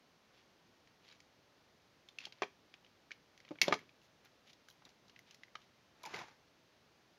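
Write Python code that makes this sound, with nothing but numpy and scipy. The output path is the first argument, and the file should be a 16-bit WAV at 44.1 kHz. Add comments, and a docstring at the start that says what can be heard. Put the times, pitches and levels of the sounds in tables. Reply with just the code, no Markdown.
"""Thin wires rub and tick faintly between fingers, over the soft hiss of a close microphone.
A plastic utility knife, nails and wires click over the open shell of a drill, which knocks on a wooden
table in a small quiet room. The blade snaps through a wire's insulation and the shell rocks.
At the end the blade scrapes along a wire. Hits are noise bursts plus damped modes; friction is tiny slips."""
import sys
import numpy as np
from scipy import signal
from scipy.fft import rfft, irfft
from scipy.io import wavfile

SR = 44100
rng = np.random.default_rng(int(sys.argv[2]) if len(sys.argv) > 2 else 0)


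def wav_record(signal):
    """Record a signal, one row per channel, as 16-bit PCM in the file named by sys.argv[1]."""
    frames = np.transpose(np.atleast_2d(signal))
    bounded = np.clip(frames, -1, 1)
    # unit amplitude maps onto the largest positive 16-bit level
    quanta = np.round(bounded * 32767).astype(np.int16)
    wavfile.write(sys.argv[1], SR, quanta)


N = 316770
T = np.arange(8192) / SR  # time axis of one hit
HZ = np.fft.rfftfreq(len(T), 1 / SR) + 1

# wires sliding through fingers: start_s, length_s, level_db, tilt_db_per_octave
WIRE_SLIDES = [(0.312, 0.13, -71.5, -3), (1.013, 0.17, -67.5, -2), (2.186, 0.1, -56.5, -3),
               (2.34, 0.1, -73, -7), (3.36, 0.21, -77.5, -4.5), (3.633, 0.12, -48.5, -13),
               (3.784, .08, -66, -9.5), (4.003, 0.074, -67.5, 7.5), (4.237, 0.042, -66.5, -9.5),
               (4.455, 0.071, -64.5, 1.5), (4.683, 0.058, -58, 13.5), (4.846, 0.04, -63.5, -13),
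               (5.252, 0.097, -69.5, -3.5), (5.591, 0.07, -73, -2)]
# spectrum of small parts touching: freq_hz, gain_db
CONTACT_SPECTRUM = [(100, -11.5), (250, -2), (900, -10), (1500, -2), (2300, 2), (4500, -1.5), (7000, -7.5),
                    (16000, -11.5)]


def amp(db):
    """Decibels to gain."""
    return 10 ** (np.asarray(db) / 20)


def unit(x):
    """Scale to unit energy."""
    return x / np.sqrt(np.sum(x ** 2) + 1e-30)


def lookup(points, hz):
    """Interpolate a table over log frequency."""
    freq_hz, value = np.transpose(points)
    return np.interp(np.log(hz + 1), np.log(freq_hz), value)


def add(mix, start_s, sound):
    """Mix in place at start_s."""
    part = mix[round(start_s * SR):][:len(sound)]
    part += sound[:len(part)]


def colour(x, gain_db):
    """Minimum-phase filter, gain_db over HZ: attacks stay sharp."""
    log_gain = np.log(amp(np.concatenate([gain_db, gain_db[-2:0:-1]])))
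    response = np.exp(np.conj(signal.hilbert(log_gain)))
    taps = np.fft.ifft(response).real[:len(T) // 2]
    return signal.fftconvolve(x, taps)[:len(x)]


def tilt(db_per_octave):
    """Treble slope in dB: zero at 3 kHz, flat below 1 kHz."""
    return db_per_octave * np.log2(np.maximum(HZ, 1000) / 3000)


def decay(t60_s):
    """Envelope falling 60 dB in t60_s."""
    return np.exp(-np.log(1000) * T / max(t60_s, 1e-3))


def ring(modes, stretch=1):
    """Damped sines of a struck body; stretch scales the decay times."""
    return unit(sum(amp(db) * decay(t60_s * stretch) * np.sin(2 * np.pi * hz * T)
                    for hz, db, t60_s in modes))


def clatter(t60_s, tick_db, rise_s=0.00027):
    """Contact impulse, then modes too dense to resolve."""
    dense_modes = rng.standard_normal(len(T)) * decay(t60_s) * (1 - np.exp(-T / rise_s))
    return amp(tick_db) * (T == 0) + unit(dense_modes)


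def at_level(hit, level_db):
    """Give a hit the energy of 5 ms at level_db."""
    return amp(level_db) * np.sqrt(.005 * SR) * unit(hit)


def slips(samples, rate_per_s, spread_db, rush_db):
    """Friction at unit rms: tiny uneven slips over a smooth rush."""
    sizes = amp(spread_db * np.minimum(rng.exponential(1, samples), 4))
    grains = sizes * rng.choice([-1, 1], samples) * (rng.random(samples) < rate_per_s / SR)
    rush = amp(rush_db) * unit(rng.standard_normal(samples))
    return np.sqrt(samples) * unit(unit(grains) + rush)


def hiss(rms_db=-70):
    """Steady noise of room and microphone."""
    # noise spectrum: freq_hz, relative_density_db
    density = [(15, -38.5), (25, -20.5), (107, -3.5), (141, -3.5), (291, -4), (361, -5), (587, -6),
               (905, -9), (981, -9.5), (2730, -13.5), (4570, -15.5), (6310, -19.5), (7830, -33.5),
               (13400, -32.5), (15800, -36.5)]
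    gain = amp(lookup(density, np.fft.rfftfreq(N, 1 / SR)))
    noise = irfft(rfft(rng.standard_normal(N)) * gain, N)
    return amp(rms_db) * np.sqrt(N) * unit(noise)


def wire_rubs(peak_hz=3000, peak_db=4):
    """Insulation drags over skin and plastic in short swelling strokes."""
    out = np.zeros(N)
    body_db = lookup(CONTACT_SPECTRUM, HZ) + peak_db * np.exp(-(2 * np.log2(HZ / peak_hz)) ** 2)
    for start_s, length_s, level_db, slope in WIRE_SLIDES:
        samples = round(length_s * SR)
        friction = slips(samples, rate_per_s=4000, spread_db=6, rush_db=-7)
        rub = np.sqrt(samples) * unit(colour(friction, body_db + tilt(slope)))
        swell = np.sqrt(np.hanning(samples))
        add(out, start_s, amp(level_db) * rub * swell)
    return out


def click(pitch_hz, ring_db, slope, ring_t60_s=0.012, rise_s=0.0005):
    """Small parts touch: quick clatter, fainter tail, two modes damped by the grip."""
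    strike = clatter(t60_s=.022, tick_db=-6.5) + amp(-7) * clatter(t60_s=.067, tick_db=-21)
    bass_cut_db = -9 / (1 + (1.36 * HZ / pitch_hz) ** 10)  # weak radiation below the first mode
    contact = unit(colour(strike, lookup(CONTACT_SPECTRUM, HZ) + tilt(slope) + bass_cut_db))
    modes = [(pitch_hz, 0, ring_t60_s), (pitch_hz * 1.3, -1, ring_t60_s * 0.39)]
    return contact + amp(ring_db) * unit(ring(modes) * (1 - np.exp(-T / rise_s)))


def finger_ticks(centre_hz=3095, spread_octaves=.4, spread_db=2.5, catch_every_s=.028):
    """Faint random ticks as fingers regrip and sliding wires catch, firmest in mid-span."""
    # start_s, length_s, level_db, tilt_db_per_octave, count
    regrip = (2.3, 4.7, -68, -2.5, 8)
    catches = [(start_s, length_s, level_db + 2, slope, int(length_s / catch_every_s))
               for start_s, length_s, level_db, slope in WIRE_SLIDES]
    out = np.zeros(N)
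    for start_s, length_s, level_db, slope, count in [regrip] + catches:
        for k, (jitter, detune, force) in enumerate(rng.uniform(-0.9, 1, (count, 3))):
            progress = (k + .5 + .5 * jitter) / count
            tick = click(centre_hz * 2 ** (spread_octaves * detune), ring_db=-7, slope=slope)
            tick = at_level(tick, level_db + spread_db * force)
            add(out, start_s + length_s * progress, np.sin(np.pi * progress) * tick)
    return out


def handling_clicks():
    """Distinct contacts of knife, nails and wires; the grip shifts their pitch."""
    # contacts: start_s, level_db, pitch_hz, ring_over_clatter_db, tilt_db_per_octave
    contacts = [ (0.874, -65.5, 2470, -14, -3), (1.088, -61, 4320, 0, -7), (1.114, -61.5, 3900, 2, -6),
                (1.125, -60, 1700, -6, -3), (1.203, -57.5, 2250, -7, 2.5), (2.0875, -53.5, 3580, -1, 0),
                (2.186, -41, 2670, 4, -0.5), (2.2046, -53, 2640, 2, -3), (2.2533, -42.5, 3250, 1.5, 0),
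                (2.3237, -53, 2280, -11, -3), (2.4208, -47, 2520, 15, -15), (2.4332, -36.5, 2380, 4, -9.5),
                (2.4405, -54, 2370, -2, 3), (2.740, -53, 2500, -2, -4.5), (2.847, -62.5, 2960, 3, -7),
                (2.864, -64, 2500, -1, -7), (3.108, -50, 1810, -2, -8), (3.1164, -43, 2340, 5, -4.5),
                (3.3768, -58, 2100, -5, 2.5), (3.4024, -59, 2080, -3, -0.5), (3.45, -59, 2500, -3, -7),
                (3.4804, -59, 2330, -3, -16), (3.4888, -59.5, 3600, -12, -4.5),
                (3.5564, -57.5, 2400, -6, -17), (3.587, -52, 2280, 9, -13), (3.6815, -36, 3700, -10, -3),
                (3.7255, -28.5, 2220, -1.5, -10.5), (3.7402, -36, 2240, -13, -1.5),
                (3.791, -50.5, 2096, -5, 9), (3.8925, -61, 2490, 0, -4), (4.249, -49.5, 1670, -23, 12.5),
                (4.5313, -58.5, 3510, -20, 1), (4.6857, -51.5, 1560, -5.5, 6.5),
                (4.701, -46, 3900, -16.5, 14.5), (4.8213, -61, 905, -1, -11),
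                (4.8521, -53.5, 3800, -5, 4.5), (4.891, -62, 3020, -17, 1.5), (5.082, -64, 4500, -16, 0),
                (5.096, -59.5, 3290, -21, -5), (5.162, -56, 2070, 2, -8), (5.191, -49, 2080, -7.5, 11.5),
                (5.3097, -54.5, 2770, -24, 0.5), (5.3452, -53, 2020, -9, 4), (5.4343, -50.5, 2050, 6, -1.5),
                (5.482, -64.5, 2060, 10, -5), (5.555, -47.5, 3000, -8, -7), (6.0332, -42.5, 3980, -17, 9.5),
                (6.053, -44.5, 2360, -2, 6), (6.06, -43.5, 4900, -15, 6), (6.143, -42, 2050, 8, 4),
                (6.1615, -49.5, 2340, -6, 4), (6.189, -52, 2520, -8, 0)]
    out = np.zeros(N)
    for start_s, level_db, pitch_hz, ring_db, slope in contacts:
        add(out, start_s, at_level(click(pitch_hz, ring_db, slope), level_db))
    return out


def shell_knocks(ring_db=2.5, lift_octaves=0.14, full_blow_db=-21, db_per_doubling=43.5):
    """Hollow shell on wood: heavy blows reach low modes, hard ones high; the spot hit lifts one."""
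    # blows: start_s, level_db, low_cut_hz, high_cut_hz, lift_hz, lift_db
    blows = [(2.2694, -52.5, 170, 1800, 830, 6), (2.4208, -27, 404, 1590, 412, 2),
             (3.5085, -38, 129, 440, 302, 18), (3.5150, -40, 129.5, 380, 565, 15),
             (3.629, -40, 132, 380, 196, 8), (3.6814, -23.5, 165.5, 750, 569, 13),
             (3.71, -34.5, 149, 600, 288, 13), (3.7247, -21.5, 250, 3200, 1218, 9.5),
             (3.7545, -38, 240, 500, 440, 14), (5.5537, -43, 910, 4000, 1240, 11.5),
             (6.038, -45.5, 697, 3500, 980, 12), (6.1393, -43, 220, 2600, 520, 1)]
    # shell resonances: freq_hz, gain_db, base_t60_s
    shell_modes = [(122, -11.5, 0.091), (193.5, -6, 0.11), (280, -12.5, .09), (388.6, -1.5, 0.13),
                   (418.5, 3.5, 0.076), (520, -4, 0.085), (597, -3.5, 0.047), (668, 2.5, 0.042),
                   (743, 1, 0.055), (810, -5, 0.032), (865, 4, 0.047), (980, -13, 0.11),
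                   (1090, -12.5, 0.059), (1240, -2.5, 0.052), (1425, -15.5, 0.052), (1700, -4, 0.04),
                   (1973, -26.5, 0.02), (2280, -5.5, .045)]
    # spectrum of the shell's dense modes: freq_hz, gain_db
    shell_spectrum = [(50, -20.5), (150, 2), (400, -10.5), (1000, 4), (1600, -3), (2300, -3), (4000, -7),
                      (7000, -10.5), (16000, -22)]
    out = np.zeros(N)
    for start_s, level_db, low_hz, high_hz, lift_hz, lift_db in blows:
        # stronger blows free the shell from the hand and ring longer
        stretch = 1.11 * 2 ** ((level_db - full_blow_db) / db_per_doubling)
        strike = clatter(t60_s=0.045 * stretch, tick_db=-6.5)
        body = unit(colour(strike, lookup(shell_spectrum, HZ)))
        body += amp(ring_db) * ring(shell_modes, stretch)
        force_db = -10 * np.log10((1 + (low_hz / np.maximum(HZ, 20)) ** 4) * (1 + (HZ / high_hz) ** 2))
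        spot_db = lift_db / (1 + (np.log2(HZ / lift_hz) / lift_octaves) ** 2)
        add(out, start_s, at_level(colour(body, force_db + spot_db), level_db))
    return out


def blade_snap(tail_db=-3):
    """The blade bites, breaks through insulation and chatters in its handle, ringing the knife."""
    # cracks: start_s, level_db, tilt_db_per_octave, ring_over_crack_db
    cracks = [(3.6150, -28.5, -2, -7), (3.6164, -18, 2.7, -0.5), (3.632, -32, 4.5, -15),
              (3.6385, -44, 1.5, -13), (3.6408, -39, -9.5, -15)]
    # knife resonances: freq_hz, gain_db, t60_s
    knife_modes = [(2080, -7, 0.064), (2240, 11, 0.045), (2500, -12.5, .04), (2614, -1, 0.046),
                   (2690, 13.5, 0.025), (2920, 1, .022), (3360, -4, 0.056), (3700, -10.5, .025),
                   (3960, -14, 0.04), (4450, 0, 0.05), (4660, -4, 0.056), (4830, -10, 0.053),
                   (5200, -11, 0.016), (5340, -17, 0.041), (5940, -17, 0.026), (6500, -16, 0.073),
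                   (7500, -14, 0.043)]
    # spectrum of the crack: freq_hz, gain_db
    knife_spectrum = [(80, -35), (200, -22), (800, -25.5), (1650, -15), (1900, 5.5), (2150, 6), (2800, -3),
                      (3400, -2.5), (5500, -7), (8000, -13.5), (12000, -10), (16000, -11.5)]
    out = np.zeros(N)
    for start_s, level_db, slope, ring_db in cracks:
        crack = unit(clatter(t60_s=.004, tick_db=6))
        tail = amp(tail_db) * unit(clatter(t60_s=.043, tick_db=-30))
        strike = unit(colour(crack + tail, lookup(knife_spectrum, HZ)))
        snap = colour(strike + amp(ring_db) * ring(knife_modes), tilt(slope))
        add(out, start_s, at_level(snap, level_db))
    return out


def rasp(envelope, wire_db, wire_hz=925, wire_t60_s=0.019):
    """The edge sticks and slips along insulation; the taut wire rings with it."""
    # spectrum of the scraping edge: freq_hz, gain_db
    edge_spectrum = [(60, -6), (130, -1), (400, -1), (650, -5), (950, 2.5), (1300, 1), (1800, 0),
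                     (2500, -3), (3100, -8), (6500, -14.5), (16000, -21)]
    samples = len(envelope)
    friction = slips(samples, rate_per_s=1500, spread_db=3, rush_db=-2)
    edge = unit(colour(friction, lookup(edge_spectrum, HZ)))
    wire = unit(signal.fftconvolve(friction, ring([(wire_hz, 0, wire_t60_s)]))[:samples])
    return envelope * np.sqrt(samples) * unit(edge + amp(wire_db) * wire)


def blade_scrape(peak_s=6.15, peak_db=-49, hold_s=0.039, swell_db_per_s=143, release_db_per_s=163):
    """One pull along the wire: pressure swells, holds and lets go, surging where the edge digs in."""
    # edge digs in and jerks free: start_s, level_db, wire_over_edge_db
    digs = [(6.055, -45, 2), (6.141, -45, -6), (6.16, -51, 8), (6.184, -47, -7), (6.209, -49, 10),
            (6.279, -57.5, -7), (6.308, -64, -4)]
    out = np.zeros(N)
    t = np.arange(-.2, .3, 1 / SR)
    drop_db = swell_db_per_s * np.maximum(-t, 0) + release_db_per_s * np.maximum(t - hold_s, 0)
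    add(out, peak_s + t[0], rasp(amp(peak_db - drop_db), wire_db=-11))
    surge = np.minimum(T / 0.0068, 1) * decay(t60_s=.11)  # 6.8 ms rise
    for start_s, level_db, wire_db in digs:
        add(out, start_s, rasp(amp(level_db) * surge / surge.max(), wire_db))
    return out


def room(x, build_s=0.0051):
    """Diffuse tail, each band dying at its own rate."""
    # reverberation time: freq_hz, t60_s
    band_t60 = [(100, 0.67), (400, 0.1056), (2200, 0.17), (7000, 0.22), (16000, 0.21)]
    hz, t, bands = signal.stft(rng.standard_normal(SR // 2), SR, nperseg=256)
    fade = np.exp(-np.log(1000) * t / lookup(band_t60, hz)[:, None])
    tail = signal.istft(bands * fade, SR)[1]
    tail *= 1 - np.exp(-(np.arange(len(tail)) / SR / build_s) ** 2)
    return signal.fftconvolve(x, unit(tail))[:N]


def scene():
    """Close handling plus a little room, mono."""
    near = handling_clicks() + blade_snap() + shell_knocks()
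    near = near + wire_rubs() + blade_scrape() + finger_ticks()
    return (near + amp(-13.5) * room(near))[None]


def record(dry):
    """Microphone colour, hiss and a 15.9 kHz band limit."""
    # microphone response, weak in the top octave: freq_hz, gain_db
    mic_response = [(25, -15), (70, -24), (110, -5), (6000, 1.5), (7250, -4), (7700, -19.5), (8200, -25),
                    (9500, -15.5), (11000, -12.5), (12500, -13.5), (13400, -33), (15000, -18.5),
                    (16300, -29.5)]
    heard = colour(dry[0], lookup(mic_response, HZ)) + hiss()
    band_limit = signal.firwin(511, 15900, window=("kaiser", 9), fs=SR)
    return signal.oaconvolve(heard, band_limit, "same")[None]


dry = scene()
out = record(dry)
wav_record(out)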